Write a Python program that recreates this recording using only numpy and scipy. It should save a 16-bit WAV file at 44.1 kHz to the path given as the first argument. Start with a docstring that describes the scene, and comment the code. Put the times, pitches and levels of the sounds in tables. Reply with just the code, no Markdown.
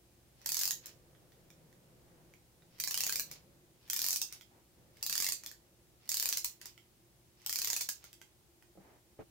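"""A wooden pawl ratchets over about twelve teeth per stroke as a plywood model dragon is worked by hand.
Six strokes; each tooth snaps and rings the frame, and dry wood rubs before, during and after a stroke.
Between strokes the wings sink and the slack linkage clacks. Something slides softly on the desk
now and then and bumps it at the end. The small, quiet room has a faint hum and a dull drone."""
import sys
import numpy as np
from scipy import signal
from scipy.fft import rfft, irfft
from scipy.io import wavfile

SR = 44100
rng = np.random.default_rng(int(sys.argv[2]) if len(sys.argv) > 2 else 0)


def digitize_waveform(pressure):
    """Quantize a signal to 16-bit integers and store it at the path in sys.argv[1].

    Rows of a 2-D input are taken as channels; values are limited to [-1, 1].
    """
    field = np.atleast_2d(pressure).T
    bounded = np.clip(field, -1, 1)
    quanta = np.round(bounded * 32767).astype(np.int16)
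    wavfile.write(sys.argv[1], SR, quanta)


N = 410130

# Hand strokes: first_tooth_s, last_tooth_s, tooth_count, speedup_log_ratio, braking_log_ratio,
# level_db, knock_offset_db, knock_swell_db, slide_back_delay_s
STROKES = [(0.4613, 0.7093, 11, 0.65, 0.69, -31.5, -17.5, -1.5, 0.16),
           (2.8012, 3.1977, 13, 0.43, 0.48, -32.5, -12.5, 3.5, 0.13),
           (3.9002, 4.2174, 12, 0.82, 1.35, -31.5, -18.5, -5.5, 0.11),
           (5.029, 5.3223, 12, 0.88, 0.8, -32, -14, 6, 0.14),
           (6.0924, 6.4464, 11, -.3, 0.77, -31, -17.5, -1.5, 0.208),
           (7.463, 7.89, 13, 0.33, 1.21, -32.5, -13.5, 1.5, 0.16)]


def pawl_hits(swell_db=1.5, stop_db=1.5):
    """The pawl drops off tooth after tooth; the wheel brakes late in the stroke."""
    hits = []
    for first_s, last_s, count, speedup, braking, stroke_db, knock_db, knock_swell_db, _ in STROKES:
        travel = np.linspace(0, 1, round(count) - 1)
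        gaps = np.exp(braking * travel ** 7 - speedup * travel)
        elapsed = np.append(0, np.cumsum(gaps)) / gaps.sum()
        load = np.sin(np.pi * elapsed ** 1.9)  # peaks after mid-stroke
        load -= load.mean()
        level_db = stroke_db + swell_db * load
        level_db[-1] += stop_db
        start_s = first_s + (last_s - first_s) * elapsed
        even = np.transpose([start_s, level_db, knock_db + knock_swell_db * load])
        hits.extend(even + rng.standard_normal(even.shape) * [0.0003, 0.3, 2.5])  # jitter: s, dB, dB
    return hits


# Plywood frame modes: pitch_hz, level_db, t60_s
FRAME_MODES = [(478, -18.5, 0.013), (888, -13, 0.033), (1144, -9, 0.017), (1630, -4, 0.018),
               (1848, -2, 0.022), (2204, -1.5, 0.014), (2574, 2, 0.027), (3153, -3, 0.026)]


def ratchet():
    """Each drop of the pawl snaps and rings the plywood frame."""
    return clicks(pawl_hits(), FRAME_MODES, snap_gain_db=27, knock_gain_db=24,
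                  rise_s=0.000842, fall_s=0.0017, detune=0.08, knock_left_db=-3.5)


# Snap spectrum: freq_hz, left_db, right_db
SNAP_SPECTRUM = [(160, -28.5, -33.5), (890, -18.5, -12.5), (1900, -12, -14.5), (3370, -19, -5),
                 (4400, -2, 3.5), (5500, -4, 5), (6860, 1.5, 3.5), (7900, -8.5, 2.5), (9150, -3.5, -6),
                 (12200, -4, -1.5), (14000, 6.5, -1), (16200, -3, -5)]


def clicks(hits, modes, snap_gain_db, knock_gain_db, rise_s, fall_s, detune, knock_left_db):
    """Wood slips off an edge and lands: a brief crackle and a hollow knock in the struck part."""
    snaps, knocks = np.zeros((2, 2, N))
    size, correlation = 400, 0.15
    t = (np.arange(size) - size // 4) / SR
    for start_s, level_db, knock_offset_db in hits:
        stretch = np.exp(0.44 * rng.standard_normal())  # no two edges are cut alike
        envelope = np.exp(-np.maximum(-t / rise_s, t / fall_s) / stretch)
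        common = np.sqrt(correlation) * rng.standard_normal(size)
        crackle = common + np.sqrt(1 - correlation) * rng.standard_normal((2, size))
        add(snaps, start_s + t[0], gain(level_db + snap_gain_db) * unit_energy(envelope * crackle))
        knock = ring(modes, spread_db=5, detune=detune, size=3000)
        add(knocks, start_s - rise_s, gain(level_db + knock_offset_db + knock_gain_db) * knock)
    colour = np.array([minimum_phase(SNAP_SPECTRUM, column) for column in (1, 2)])
    return convolve(snaps, colour) + knocks * gain([[knock_left_db], [0]])


def ring(modes, spread_db, detune, size):
    """Decaying modes of a struck body; strike point and load shift their weight and pitch."""
    pitch_hz, level_db, t60_s = np.transpose(modes)[:, :, None]
    t = np.arange(size) / SR
    shape = pitch_hz.shape
    pitch_hz = pitch_hz * np.exp(detune * rng.standard_normal(shape))
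    weight = gain(level_db + spread_db * rng.standard_normal(shape)) * rng.choice([-1, 1], shape)
    decay = np.exp(-np.log(1000) * t / t60_s)
    return unit_energy((weight * decay * np.sin(2 * np.pi * pitch_hz * t)).sum(0))


# Linkage clacks: start_s, level_db, knock_offset_db
LINKAGE_CLACKS = [(0.8593, -43.5, -17.5), (1.1507, -83, 14.5), (1.3211, -68.5, -0.5), (1.5039, -61, -3.5),
                  (1.7281, -68.5, -0.5), (2.3386, -66.5, 5), (2.6228, -83.5, 15), (3.3144, -43.5, -12),
                  (4.3258, -43, -15.5), (4.4113, -56.5, -1.5), (5.4368, -48.5, -10), (5.4627, -42, -10),
                  (5.515, -49.5, -7.5), (6.6152, -48.5, -7.5), (6.6574, -43.5, -17), (6.7782, -63, 4.5),
                  (8.0419, -51, -8.5), (8.1305, -53.5, -9), (8.216, -55, -1), (8.6253, -67, 2.5)]
# Link and pin modes: pitch_hz, level_db, t60_s
LINK_MODES = [(926, -16.5, 0.029), (1500, -8.5, 0.023), (1976, 4, 0.012), (2350, -8.5, 0.024),
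              (3320, 1.5, 0.01)]


def linkage():
    """Slack closes as the wings sink; loose pins tick twice before each stroke."""
    pin_ticks = [(first_s - rng.uniform(0.012, 0.06), rng.normal(-62, 2), -5)
                 for first_s, *_ in STROKES for _ in range(2)]
    return clicks(LINKAGE_CLACKS + pin_ticks, LINK_MODES, snap_gain_db=26.5, knock_gain_db=28,
                  rise_s=0.00055, fall_s=0.0013, detune=0.06, knock_left_db=-8)


# Wood friction spectrum: freq_hz, density_db
RUB_SPECTRUM = [(250, -1), (800, 4.5), (1700, 7), (2500, 10), (3500, 7.5), (5500, 9), (9000, -23),
                (15000, -37)]


def rubbing(catches_per_s=900, left_db=-4, right_db=-2):
    """Dry wood catches in a dense patter as slack is taken up, gears scrape and links slide back."""
    pressure = np.zeros(N)
    for first_s, last_s, *_, slide_back_delay_s in STROKES:
        stroke_s = last_s - first_s
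        take_up = (first_s - 0.045, 0.13, -68)
        scrape = (first_s + 0.54 * stroke_s, 0.72 * stroke_s, -54)
        slide_back = (last_s + slide_back_delay_s, 0.12, -60)
        pressure += arches([take_up, scrape, slide_back])
    catches = rng.standard_normal((2, N)) * (rng.random(N) < catches_per_s / SR)
    grain = unit_energy(convolve(catches, minimum_phase(RUB_SPECTRUM))) * np.sqrt(N)
    return grain * pressure * gain([[left_db], [right_db]])


# Bumps on the desk: start_s, level_db
DESK_BUMPS = [(8.754, -63), (8.774, -55), (9.191, -46)]
# Desk modes: pitch_hz, level_db, t60_s
DESK_MODES = [(129, -6.5, 0.24), (190, -0.5, 0.11), (254, -3.5, 0.058), (348, 4, 0.053), (455, 2.5, 0.041),
              (534, 4.5, 0.039), (667, 4, 0.038), (797, -1, 0.087), (970, -10, 0.024), (1270, -6, 0.024),
              (2100, 2, 0.0081)]


def desk_bumps(gain_db=25.5, cutoff_hz=1200):
    """Padded blows ring the desk top; the padding rounds off the attack."""
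    thuds = np.zeros((2, N))
    for start_s, level_db in DESK_BUMPS:
        thud = ring(DESK_MODES, spread_db=2.4, detune=0.02, size=10000)
        add(thuds, start_s, gain(level_db + gain_db) * thud)
    return signal.lfilter(*signal.butter(2, cutoff_hz, fs=SR), thuds)


# Slides on the desk: centre_s, length_s, level_db
DESK_SLIDES = [(2.15, 0.27, -72), (4.56, 0.15, -68), (8.89, 0.27, -64), (9.21, 0.058, -56)]
# Sliding friction spectrum: freq_hz, density_db
SLIDE_SPECTRUM = [(80, -32), (280, -4.5), (480, -10), (800, -6.5), (1200, -14.5), (2000, -16.5),
                  (4000, -32), (10000, -42)]


def desk_slides():
    """Something slides on the desk: short swells of soft friction noise."""
    return noise(SLIDE_SPECTRUM) * arches(DESK_SLIDES)


# Echoes off nearby surfaces: delay_s, left_db, right_db
EARLY_ECHOES = [(.007, -11.5, -16), (.0095, -5, -75), (0.0206, -14, -39)]


def room(direct, wet_db=-1, sway_hz=1.3, tails=3):
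    """Direct sound, early echoes and crossfading tails: the reverb shifts as the wings move."""
    mix = direct.copy()
    for delay_s, left_db, right_db in EARLY_ECHOES:
        add(mix, delay_s, direct * gain([[left_db], [right_db]]))
    t = np.arange(N) / SR
    for k in range(tails):
        crossfade = np.sqrt(2 / tails) * np.cos(np.pi * (sway_hz * t + k / tails))
        mix += gain(wet_db) * convolve(direct * crossfade, reverb_tail())
    return mix


# Room reverb: freq_hz, level_db, t60_s
REVERB_BANDS = [(210, 7.5, 0.12), (820, 2, 0.16), (1740, -4.5, 0.26), (3020, 0, 0.26), (4630, 2, 0.21),
                (7300, 1, 0.22), (10400, 1.5, 0.18), (14500, -3.5, 0.22)]


def reverb_tail(build_s=0.004, size=20000):
    """Diffuse reflections build up quickly, then each band decays at its own rate."""
    freq_hz, frame_s, bands = signal.stft(rng.standard_normal((2, size)), SR, nperseg=256)
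    decay = np.exp(-np.log(1000) * frame_s / lookup(REVERB_BANDS, freq_hz, column=2)[:, None])
    tail = signal.istft(bands * decay, SR, nperseg=256)[1][:, :size]
    onset = 1 - np.exp(-(np.arange(size) / SR / build_s) ** 2)
    colour = gain(lookup(REVERB_BANDS, np.fft.rfftfreq(size, 1 / SR)))
    return irfft(rfft(unit_energy(tail * onset)) * colour, size)


# Drone spectrum: freq_hz, density_db
DRONE_SPECTRUM = [(62, -15), (122, -8), (160, -1.5), (205, -13.5), (300, -14), (440, -15.5), (520, -10.5),
                  (610, -17), (900, -24.5), (2000, -30), (6000, -45)]
# Drone envelope: time_s, level_db
DRONE_ENVELOPE = [(0.0, -80), (0.5, -69), (2.35, -67.5), (2.39, -76), (3.26, -63.5), (3.81, -76),
                  (4.76, -78), (4.79, -69), (6.85, -85.5), (7.64, -79), (8.6, -95)]


def drone(gain_db=2):
    """Dull noise that swells and fades."""
    level_db = np.interp(np.arange(N) / SR, *np.transpose(DRONE_ENVELOPE))
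    return noise(DRONE_SPECTRUM) * gain(level_db + gain_db)


# Electric hum: pitch_hz, rms_db
HUM_TONES = [(120, -77)]
# Room noise spectrum: freq_hz, density_db
FLOOR_SPECTRUM = [(22, -23), (37, -19.5), (55, 2), (98, -5.5), (170, -7), (290, -12.5), (348, -0.5),
                  (405, -14), (800, -16), (1300, -22), (3000, -22), (7000, -22.5), (15400, -24)]


def room_tone(floor_rms_db=-66.5):
    """Faint electric hum over steady rumble and hiss."""
    t = np.arange(N) / SR
    hum = sum(np.sqrt(2) * gain(rms_db) * np.sin(2 * np.pi * (pitch_hz * t + rng.random()))
              for pitch_hz, rms_db in HUM_TONES)
    return hum + gain(floor_rms_db) * noise(FLOOR_SPECTRUM)


# Left-right likeness of the noise: freq_hz, correlation
STEREO_CORRELATION = [(50, 0.55), (150, 0.82), (400, 0.83), (1000, 0.091), (3000, 0.024), (15000, 0.012)]


def noise(spectrum):
    """Coloured stereo noise at unit rms, alike on both sides in the bass."""
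    freq_hz = np.fft.rfftfreq(N, 1 / SR)
    left, independent = rfft(rng.standard_normal((2, N)))
    correlation = lookup(STEREO_CORRELATION, freq_hz)
    right = correlation * left + np.sqrt(1 - correlation ** 2) * independent
    coloured = np.array([left, right]) * gain(lookup(spectrum, freq_hz))
    return unit_energy(irfft(coloured, N)) * np.sqrt(N)


def arches(moves):
    """Half-sine pressure envelopes of short movements."""
    t = np.arange(N) / SR
    return sum(gain(level_db) * np.cos(np.pi * np.clip((t - centre_s) / length_s, -0.5, 0.5))
               for centre_s, length_s, level_db in moves)


def minimum_phase(spectrum, column=1, size=2048):
    """Impulse response with the given spectrum and no pre-ringing."""
    freq_hz = abs(np.fft.fftfreq(size, 1 / SR))
    log_gain = np.log(gain(lookup(spectrum, freq_hz, column)))
    return np.fft.ifft(np.exp(np.conj(signal.hilbert(log_gain)))).real[:size // 2]


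def lookup(table, freq_hz, column=1):
    """One table column, interpolated over log frequency."""
    columns = np.transpose(table)
    return np.interp(np.log(freq_hz + 1), np.log(columns[0] + 1), columns[column])


def gain(db):
    """Decibels to amplitude."""
    return 10 ** (np.asarray(db) / 20)


def unit_energy(x):
    """Scales each channel to an energy of one."""
    return x / np.sqrt(np.sum(x ** 2, axis=-1, keepdims=True) + 1e-20)


def add(mix, start_s, sound):
    """Adds a sound to a stereo mix in place."""
    part = mix[:, max(round(start_s * SR), 0):][:, :sound.shape[-1]]
    part += sound[..., :part.shape[-1]]


def convolve(x, response):
    """Passes a stereo sound through an impulse response."""
    return signal.fftconvolve(x, np.atleast_2d(response), axes=1)[:, :N]


def scene():
    """The dragon and desk bumps in the room, over slides and background."""
    direct = ratchet() + linkage() + rubbing() + desk_bumps()
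    return room(direct) + desk_slides() + room_tone() + drone()


def record(dry):
    """Low-pass at 15.9 kHz."""
    low_pass = signal.firwin(301, 15900, window=("kaiser", 8), fs=SR)
    return signal.oaconvolve(dry, low_pass[None], "same")


dry = scene()
out = record(dry)
digitize_waveform(out)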